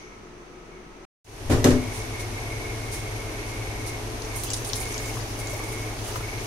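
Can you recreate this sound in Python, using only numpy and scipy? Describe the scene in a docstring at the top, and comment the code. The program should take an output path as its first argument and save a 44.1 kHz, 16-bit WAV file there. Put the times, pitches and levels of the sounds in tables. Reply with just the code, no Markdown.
"""A pot simmers over the low rush of a kitchen hob; after a short silence we are at the sink.
There a fan hums and hisses, its dry bearing chirping by friction, and brief sizzles pass.
Something like a door bumps shut nearby, each impact exciting the damped modes of its panel.
Hot tea is then poured from the steel pot: drops patter on a mesh strainer, and bubbles resonate
in the mug below. The tiled room reverberates."""
import sys
import numpy as np
from scipy import signal
from scipy.fft import rfft, irfft, next_fast_len
from scipy.io import wavfile
from scipy.ndimage import map_coordinates

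SR = 44100
rng = np.random.default_rng(int(sys.argv[2]) if len(sys.argv) > 2 else 0)


def store_wav(level_fs):
    """Save 16-bit WAV to argv[1]."""
    pcm = np.round(np.clip(np.atleast_2d(level_fs), -1, 1) * 32767)
    wavfile.write(sys.argv[1], SR, pcm.T.astype(np.int16))


N = 284886

# How hard the tea runs from the pot: (time [s], relative level [dB])
TEA_FLOW = [(4.2, -22), (4.37, -4.5), (4.6, -4.5), (4.66, -3), (5.1, 0), (5.3, -5), (5.54, -2), (5.97, -6),
            (6.08, 2), (6.29, -8.5), (6.46, 1.5)]
# Colour of the patter on the mesh: (frequency [Hz], gain [dB])
PATTER_RESPONSE = [(1500, 11), (3000, 1), (4300, -2.5), (6200, 1.5), (7600, -4.5), (9800, 2), (12000, -3),
                   (15500, 0)]
# Spurts of fine spray off the mesh: (time [s], level [dB])
SPRAY_SPURTS = [(4.364, -32), (4.4, -40), (4.44, -35), (4.568, -39), (4.65, -38), (4.675, -37),
                (4.758, -32), (4.796, -37), (4.808, -33), (4.883, -41), (4.916, -39.5), (5.028, -44),
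                (5.078, -41.5), (5.096, -44), (5.394, -39), (5.502, -41), (5.568, -43), (5.638, -46),
                (5.687, -45), (5.724, -39), (5.785, -47), (6.044, -39.5), (6.077, -42), (6.159, -44)]
# Colour of the spray: (frequency [Hz], gain [dB])
SPRAY_RESPONSE = [(3000, -25), (6200, 0.5), (7600, -5), (9800, 5.5), (11300, 0), (12500, -2), (15500, -11)]
# Drops striking mesh and steel: (time [s], level [dB], frequency [Hz], relative spatter level [dB])
DROP_IMPACTS = [(4.22, -24, 5930, -17), (4.249, -28, 6050, -18), (4.4355, -22, 4000, -20),
                (4.436, -23, 6500, -18), (4.437, -21, 13000, -17), (4.503, -14.5, 7000, -17),
                (4.514, -22, 6500, -17), (4.5337, -13.5, 5900, -20), (4.535, -17, 9400, -12),
                (4.542, -16.5, 4900, -21), (4.648, -29, 5340, -9), (4.698, -27, 4200, -14),
                (4.7335, -9.5, 5400, -24), (4.758, -25, 6000, -12), (4.83, -26, 3900, -14),
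                (4.855, -22.5, 6360, -26), (4.943, -18.5, 5940, -26), (4.9795, -15.5, 6350, -30),
                (5.142, -27, 6290, -22), (5.472, -22, 6700, -18), (5.989, -24.5, 4250, -21),
                (6.38, -28, 4010, -20)]
# Large bubbles in the mug: (time [s], level [dB], frequency [Hz], relative splat level [dB])
MUG_PLOPS = [(4.807, -30, 750, -12), (4.937, -31, 1200, -10), (5.169, -24.5, 1130, -16),
             (5.394, -30, 800, -12), (5.531, -22.5, 600, -15), (5.536, -28.5, 880, -10),
             (5.567, -28, 790, -14), (5.602, -26.5, 1140, -13), (5.668, -30, 690, -12),
             (6.083, -31, 1170, -11), (6.158, -24, 1230, -3), (6.207, -32, 1290, -3),
             (6.278, -29, 676, -12)]
# Door impacts: (time [s], thud level [dB], ring level [dB], crack level [dB], contact time [s])
DOOR_BLOWS = [(1.495, -14.5, -15.5, -36, 0.0063), (1.507, -16.5, -19, -27, 0.014),
              (1.548, -33, -31, -42, 0.0073), (1.577, -28, -18.5, -57, 0.0042),
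              (1.642, -10.5, -16.5, -12.5, 0.0008), (1.664, -24, -16.5, -40, 0.0014),
              (1.703, -19.5, -21, -26, 0.002), (1.737, -36.5, -19.5, -46, 0.0033)]
# Modes of the door panel: (frequency [Hz], relative level [dB], t60 [s])
DOOR_MODES = [(94, -8.5, 0.23), (128, -5.5, 0.27), (192, -12, 0.34), (252.5, -2, 0.42), (287, -1, 0.17),
              (366.6, -7.5, 0.41), (421, -3, 0.23), (468, 1, 0.078), (586, -11.5, 0.3), (735, -16, 0.2),
              (950, -26, 0.3), (1305, -13, 0.22)]
# The door's thud, its catch and the air it pushes: (frequency [Hz], relative spectral level [dB])
THUD_SPECTRUM = [(15, -35), (25, -10), (122, 2.5), (195, -6.5), (262, -1), (331, -0.5), (600, -9.5),
                 (839, -13.5), (1680, -19), (4730, -28), (6130, -28), (12000, -29.5), (15600, -64),
                 (22000, -120)]
CRACK_SPECTRUM = [(410, -26), (700, -2), (1350, -18), (1870, 0), (2430, -13.5), (5920, -8), (10100, -15.5),
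                  (16000, -30)]
PUSH_SPECTRUM = [(20, 2), (40, -18), (80, 0), (140, -9), (400, -70), (2000, -110)]
# Bouts of squeaking from the fan's bearing: (time [s], duration [s], level [dB])
SQUEAK_BOUTS = [(0, 0.15, -55), (0.737, 0.046, -56), (1.768, 0.27, -43), (2.137, 0.09, -41.5),
                (2.356, 0.37, -41), (2.817, 0.41, -43.5), (3.29, 0.68, -43), (4.295, 0.073, -42.5),
                (4.786, 0.32, -41.5), (5.4, 0.5, -42), (6.233, 0.17, -41.5)]
# Brief sizzles: (time [s], level [dB], nominal duration [s])
SIZZLE_PUFFS = [(1.922, -40, 0.23), (2.193, -37, 0.071), (2.911, -35.5, 0.16), (3.48, -45, 0.087),
                (3.86, -36.5, 0.1)]
# Their hiss: (frequency [Hz], relative spectral level [dB])
SIZZLE_SPECTRUM = [(2500, -11), (4500, -6), (6200, -2), (7500, -7), (10000, -2), (12500, -12), (15500, -20)]
# The hob's rush, hollow ring, drone and simmer: (frequency [Hz], relative spectral level [dB])
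RUSH_SPECTRUM = [(25, -3), (70, -10), (110, -5), (310, -4.5), (362, 3.5), (405, -4), (445, -1.5),
                 (510, -10), (1100, -11), (1600, -15.5), (2200, -15.5), (3300, -24), (6300, -30),
                 (7500, -34), (9700, -34), (15000, -68)]
HOLLOW_SPECTRUM = [(1150, -60), (1290, 1), (1420, -50)]
DRONE_SPECTRUM = [(310, -27), (362, 8), (420, -41)]
SIMMER_SPECTRUM = [(1500, -11), (2200, 0.5), (3200, -8), (5000, -7), (6200, 2.5), (7500, -21),
                   (10000, -17), (15000, -39)]
# Air moved by the fan: (frequency [Hz], relative spectral level [dB])
AIR_SPECTRUM = [(25, -22), (60, -2), (80, -1.5), (125, 1), (165, -16), (260, -5.5), (420, -4), (500, -10.5),
                (700, -8.5), (1000, -11.5), (1400, -16.5), (2400, -15.5), (3200, -20.5), (5200, -21.5),
                (5900, -18.5), (6500, -21), (7500, -29), (10000, -24.5), (12000, -29.5), (13000, -35),
                (14800, -42), (15500, -54)]
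# The fan's shaft and five blades: (multiple of the rotation rate [1], level [dB])
FAN_HARMONICS = [(1, -47.5), (5, -38.5), (20, -49.5)]
# Hum of other motors and the mains: (frequency [Hz], level [dB])
HUM_TONES = [(39.7, -42.5), (50, -46.5), (100, -47), (317.6, -52)]
# Electronic whine: (frequency [Hz], carrier level [dB])
WHINE_TONES = [(8491, -60), (8541, -65), (8688, -68), (11057, -66.5), (11403, -62.5)]
# Reverberation of the kitchen, scaled for each source: (frequency [Hz], reference t60 [s])
ROOM_DECAY = [(60, 0.45), (300, 0.37), (1500, 0.38), (6000, 0.29), (14000, 0.2)]
# Likeness of left and right in the diffuse field: (frequency [Hz], coherence [1])
COHERENCE = [(40, 0.95), (120, 0.92), (250, 0.81), (450, 0.74), (800, 0.29), (1300, 0), (15000, 0)]
# Imbalance of the two microphone ports: (frequency [Hz], left minus right level [dB])
PORT_BALANCE = [(100, 1.5), (300, 2), (1300, 1), (2200, -1), (3200, -0.5), (5100, 1), (5900, 8),
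                (7200, 0.5), (8200, -12), (9300, -17), (11500, -17.5), (14500, -3.5)]

HOB_END_S, SINK_START_S, SWELL_S = 1.052, 1.245, 0.37
FAN_HZ, MAINS_HZ, TOP_HZ = 21.74, 50, 15900


def patter():
    """Impact noise: droplets and bursting films ring on the mesh, louder until it is wet."""
    t, flow_db = seconds(N / SR), curve(TEA_FLOW)
    full_flow_s, wetting_s = TEA_FLOW[1][0], 0.54
    dry_mesh_db = 6 * np.exp(-np.maximum(t - full_flow_s, 0) / wetting_s)
    level_db = -47 + flow_db + dry_mesh_db + 1.2 * wobble(per_s=27)  # the stream wavers
    droplets = np.array([grains(3000, 7900, spread=0.425, cycles=7.9, glide=0, scatter_db=3.5, size=96)
                         for _ in range(2)])
    pops = grains(60, 6300, spread=0.33, cycles=12, glide=0.04, scatter_db=2.5, size=400)
    impacts = coloured(droplets + amp(-7) * pops, PATTER_RESPONSE)
    return room(amp(level_db) * impacts, wet_db=3.5, life=0.48)


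def spray():
    """Superposition: in each spurt off the mesh, tiny bursting droplets merge into a hiss."""
    spurts = np.max([amp(db) * held(s, 0.0029, rise_db_per_s=1100, fall_db_per_s=380)
                     for s, db in SPRAY_SPURTS], axis=0)
    cloud = np.array([grains(1500, 9500, spread=0.28, cycles=10, glide=0.03, scatter_db=3.2, size=120)
                      for _ in range(2)])
    return room(spurts * coloured(cloud, SPRAY_RESPONSE), wet_db=-3, life=0.37)


def drops():
    """Impulse response: a single drop ticks, smacks, rings for a few cycles and throws spatter."""
    out, t = np.zeros((2, N)), seconds(0.18)
    for s, db, hz, spatter_db in DROP_IMPACTS:
        splash_band = [(hz / 3, -26), (hz * 0.62, -6), (hz, 0), (hz * 1.18, -4), (hz * 1.4, -24)]
        tick_band = [(hz / 4, -16), (hz * 0.95, -1), (hz, 0), (hz * 2, -18)]
        smack = amp(-16) * decay(t, t60=0.018)
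        spatter = amp(spatter_db) * decay(t, t60=0.085)
        splash = (smack + spatter) * diffuse(splash_band, len(t))
        tick = amp(-22) * decay(t, t60=0.0043) * diffuse(tick_band, len(t))
        ring = 0.55 * bubble(t, 0.8 * hz, cycles=5, glide=0)
        ring += 0.72 * bubble(t, hz, cycles=11, glide=0.05)
        add(out, s, amp(db) * (ring + splash + tick))
    return room(out, wet_db=-5.5, life=0.73)


def mug_bubbles():
    """Bubble resonance: air rings in the mug, weakly until the tea covers the bottom."""
    covered_s, rise_db_per_s = 4.84, 22
    empty_db = rise_db_per_s * np.maximum(covered_s - seconds(N / SR), 0)
    level_db = -49 + curve(TEA_FLOW) - empty_db
    bubbles = grains(190, 830, spread=0.36, cycles=8, glide=0.05, scatter_db=3, size=1400)
    return room(amp(level_db) * bubbles, wet_db=1, life=0.35)


def plops():
    """Bubble resonance: single large bubbles splat and ring briefly in the filling mug."""
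    out, t = np.zeros((2, N)), seconds(0.1)
    for s, db, hz, splat_db in MUG_PLOPS:
        band = [(hz / 2, -10), (hz, 0), (hz * 1.8, -7), (hz * 3, -20)]
        splat = amp(splat_db) * decay(t, t60=0.054) * diffuse(band, len(t))
        add(out, s, amp(db) * (0.6 * bubble(t, hz, cycles=15, glide=0.03) + splat))
    return room(out, wet_db=-7.5, life=0.48)


def door():
    """Impact excitation: each blow thuds, rings the panel and cracks the catch; the swing pushes air."""
    thuds, rings, cracks, t = np.zeros((2, N)), np.zeros(N), np.zeros((2, N)), seconds(0.94)
    for s, thud_db, ring_db, crack_db, contact_s in DOOR_BLOWS:
        thud = attack(t, 0.011) * reverberation(THUD_SPECTRUM, life=0.77)[:, :len(t)]
        add(thuds, s, amp(thud_db) * thud)
        add(rings, s, amp(ring_db) * attack(t, 0.0044) * panel(t, contact_s))
        snap = attack(t, contact_s) * decay(t, t60=0.03 + 14 * contact_s)
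        add(cracks, s, amp(crack_db) * snap * diffuse(CRACK_SPECTRUM, len(t)))
    swing = held(start_s=1.505, hold_s=0.24, rise_db_per_s=294.5, fall_db_per_s=135)
    push = amp(-24.5) * swing * diffuse(PUSH_SPECTRUM)
    return thuds + room(rings, wet_db=-8, life=0.65) + room(cracks, wet_db=-2.5, life=1.4) + push


def panel(t, contact_s):
    """Modal vibration of the door: a long, soft contact favours the low modes."""
    out = np.zeros(len(t))
    for hz, db, t60 in DOOR_MODES:
        strength = amp(db + rng.normal()) / np.hypot(1, hz * contact_s)
        out += strength * decay(t, t60) * np.sin(2 * np.pi * (hz * t + rng.random()))
    return out


def bearing():
    """Dry friction: in bouts, the fan's bearing catches once a turn and chirps over a rough rasp."""
    catch_at_s, chirp_width_s, chirp_hz, pitch_scatter = 1.784, 0.027, 2172, 0.00503
    rasp_hz, rasp_width_hz = 2246, 225
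    turns = (seconds(N / SR) - catch_at_s) * FAN_HZ
    turn = np.round(turns).astype(int)
    catch = np.exp(-2 * ((turns - turn) / FAN_HZ / chirp_width_s) ** 2)
    per_turn = rng.standard_normal((np.ptp(turn) + 1, 4))  # no two chirps are alike
    pitch, strength_db, *port_phases = per_turn[turn - turn[0]].T
    hz = chirp_hz * (1 + pitch_scatter * (pitch + 2 * wobble(per_s=250)))
    phase = 2 * np.pi * (np.cumsum(hz) / SR + np.array(port_phases))
    chirps = unit(catch * amp(strength_db) * np.sin(phase))
    rub = filtered(rng.standard_normal((2, N)), lambda f: (1 + 2j * (f - rasp_hz) / rasp_width_hz) ** -2)
    rasp = amp(-2.5) * unit(rub * (catch + 0.35))
    bouts = np.max([amp(db) * held(s, length, rise_db_per_s=303, fall_db_per_s=222.5)
                    for s, length, db in SQUEAK_BOUTS], axis=0)
    pan = amp([[-1], [1]])
    return bouts * unit(room(chirps + rasp, wet_db=-8.5, life=0.17)) * pan


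def sizzles():
    """Noise transients: puffs of hiss swell quickly and fade exponentially."""
    out, t = np.zeros((2, N)), seconds(0.94)
    for s, db, length in SIZZLE_PUFFS:
        age = t / (length * 0.16)  # the puff peaks at age 1
        add(out, s, amp(db) * age * np.exp(1 - age) * diffuse(SIZZLE_SPECTRUM, len(t)))
    return out


def hob():
    """Broadband and narrowband noise: the hob rushes, rings and drones as the simmer settles."""
    flare_db = 12 * np.exp(-seconds(N / SR) / 0.12)
    hollow = amp(-14.5) * diffuse(HOLLOW_SPECTRUM)
    drone = amp(-13) * diffuse(DRONE_SPECTRUM)
    rush = amp(-45) * (diffuse(RUSH_SPECTRUM) + hollow + drone)
    simmer = amp(-61 + flare_db) * diffuse(SIMMER_SPECTRUM)
    motor = tone(HUM_TONES[0][0], db=-54, drift_rad=0.4)
    return rush + simmer + motor + amp(-25) * whine()


def appliances():
    """Rotation harmonics and flow noise of the fan, over motor hum, mains hum and whine."""
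    blades = sum(tone(k * FAN_HZ, db, drift_rad=0.078) for k, db in FAN_HARMONICS)
    hum = sum(tone(hz, db, drift_rad=0.063) for hz, db in HUM_TONES)
    return amp(-34.5) * diffuse(AIR_SPECTRUM) + blades + hum + whine()


def whine():
    """Amplitude modulation: mains ripple on thin electronic tones, their phases different at each port."""
    carriers = np.array([sum(tone(hz, db, drift_rad=0.85) for hz, db in WHINE_TONES) for _ in range(2)])
    return carriers * (1 + np.cos(2 * np.pi * MAINS_HZ * seconds(N / SR)))


def room(x, wet_db, life):
    """Convolution: the direct sound plus its reverberation in the tiled kitchen."""
    tail = reverberation([(20, 0), (20000, 0)], life)
    echo = signal.fftconvolve(np.atleast_2d(x), tail / np.linalg.norm(tail[0]), axes=1)[:, :N]
    return x + amp(wet_db) * echo


def reverberation(spectrum, life):
    """Absorption: each frequency of a noise tail has life times the room's reference t60."""
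    hz, t, bins = signal.stft(diffuse(spectrum, SR), SR, nperseg=256)
    t60 = life * along(ROOM_DECAY, hz)[:, None]
    return signal.istft(bins * decay(t, t60), SR, nperseg=256)[1]


def diffuse(spectrum, size=N):
    """Diffuse field: stereo noise of rms 1, coherent in the bass and incoherent in the treble."""
    def mid_side_gains(hz):
        angle = np.arccos(np.clip(along(COHERENCE, hz), -1, 1)) / 2
        return amp(along(spectrum, hz)) * [np.cos(angle), np.sin(angle)]
    mid, side = filtered(rng.standard_normal((2, size)), mid_side_gains)
    return unit(np.array([mid + side, mid - side]))


def bubble(t, hz, cycles, glide):
    """Damped oscillator: a ring whose pitch, given a glide, rises slightly as it fades."""
    age = t * hz / cycles
    return np.sin(2 * np.pi * hz * t * (1 + glide * age)) * amp(-20 * age) * attack(t, 0.5 / hz)


def grains(per_s, centre_hz, spread, cycles, glide, scatter_db, size):
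    """Shot noise of rms 1: small damped rings, each size samples long, start at random times."""
    count = int(per_s * N / SR)
    start = rng.integers(0, N, (count, 1))
    hz = np.minimum(centre_hz * np.exp(spread * rng.standard_normal((count, 1))), TOP_HZ)
    strength = amp(scatter_db * np.minimum(rng.exponential(size=(count, 1)), 4))
    rings = strength * bubble(np.arange(size) / SR, hz, cycles, glide)
    return unit(np.bincount((start + np.arange(size)).ravel(), rings.ravel(), N)[:N])


def tone(hz, db, drift_rad):
    """Phase modulation: a sinusoid of rms level db drifts slowly."""
    phase = 2 * np.pi * (hz * seconds(N / SR) + rng.random())
    return np.sqrt(2) * amp(db) * np.sin(phase + drift_rad * wobble(per_s=1.96))


def held(start_s, hold_s, rise_db_per_s, fall_db_per_s):
    """Exponential envelope: it rises to 1 at start_s, holds and falls."""
    age = seconds(N / SR) - start_s
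    return amp(-rise_db_per_s * np.maximum(-age, 0) - fall_db_per_s * np.maximum(age - hold_s, 0))


def attack(t, rise_s):
    """Exponential approach to 1."""
    return 1 - np.exp(-t / rise_s)


def decay(t, t60):
    """Exponential decay of 60 dB in t60 seconds."""
    return amp(-60 * t / t60)


def wobble(per_s):
    """A smooth random curve with per_s knots a second."""
    knots = rng.standard_normal(int(N * per_s / SR) + 4)
    return map_coordinates(knots, [np.arange(N) * per_s / SR])


def filtered(x, response):
    """Linear filter: the spectrum of x times a frequency response."""
    n = x.shape[-1]
    padded = next_fast_len(n + SR // 4)
    return irfft(rfft(x, padded) * response(np.fft.rfftfreq(padded, 1 / SR)), padded)[..., :n]


def coloured(x, gains_db):
    """Spectral shaping by a table of gains, scaled to rms 1."""
    return unit(filtered(x, lambda hz: amp(along(gains_db, hz))))


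def along(points, hz):
    """Interpolation on a logarithmic frequency axis."""
    frequencies, values = np.transpose(points)
    return np.interp(np.log(hz + 1), np.log(frequencies + 1), values)


def curve(points):
    """Interpolation in time, one value a sample."""
    return np.interp(seconds(N / SR), *np.transpose(points))


def add(track, s, sound):
    """Superpose a sound on a track at time s."""
    part = track[..., round(s * SR):][..., :sound.shape[-1]]
    part += sound[..., :part.shape[-1]]


def amp(db):
    """Decibels to gain."""
    return 10 ** (np.asarray(db) / 20)


def unit(x):
    """Scale to rms 1."""
    return x / np.sqrt(np.mean(x ** 2) + 1e-20)


def seconds(length):
    """A time axis."""
    return np.arange(round(length * SR)) / SR


def scene():
    """Superposition: first the hob, then silence, then the sink; the bearing is heard from both."""
    t = seconds(N / SR)
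    swell = np.clip((t - SINK_START_S) / SWELL_S, 0, 1) ** 0.68
    sink = swell * appliances() + door() + sizzles()
    tea = patter() + spray() + mug_bubbles() + drops() + plops()
    return hob() * (t < HOB_END_S) + (sink + tea) * (t > SINK_START_S) + bearing()


def record(dry):
    """Frequency response: each microphone port has its own colour, and nothing passes above TOP_HZ."""
    def ports(hz):
        ratio = amp(along(PORT_BALANCE, hz))
        balance = np.array([ratio, np.ones_like(ratio)]) / np.sqrt((1 + ratio ** 2) / 2)
        return balance * np.clip((TOP_HZ - hz) / 200, 0, 1)
    return filtered(dry, ports)


dry = scene()
out = record(dry)
store_wav(out)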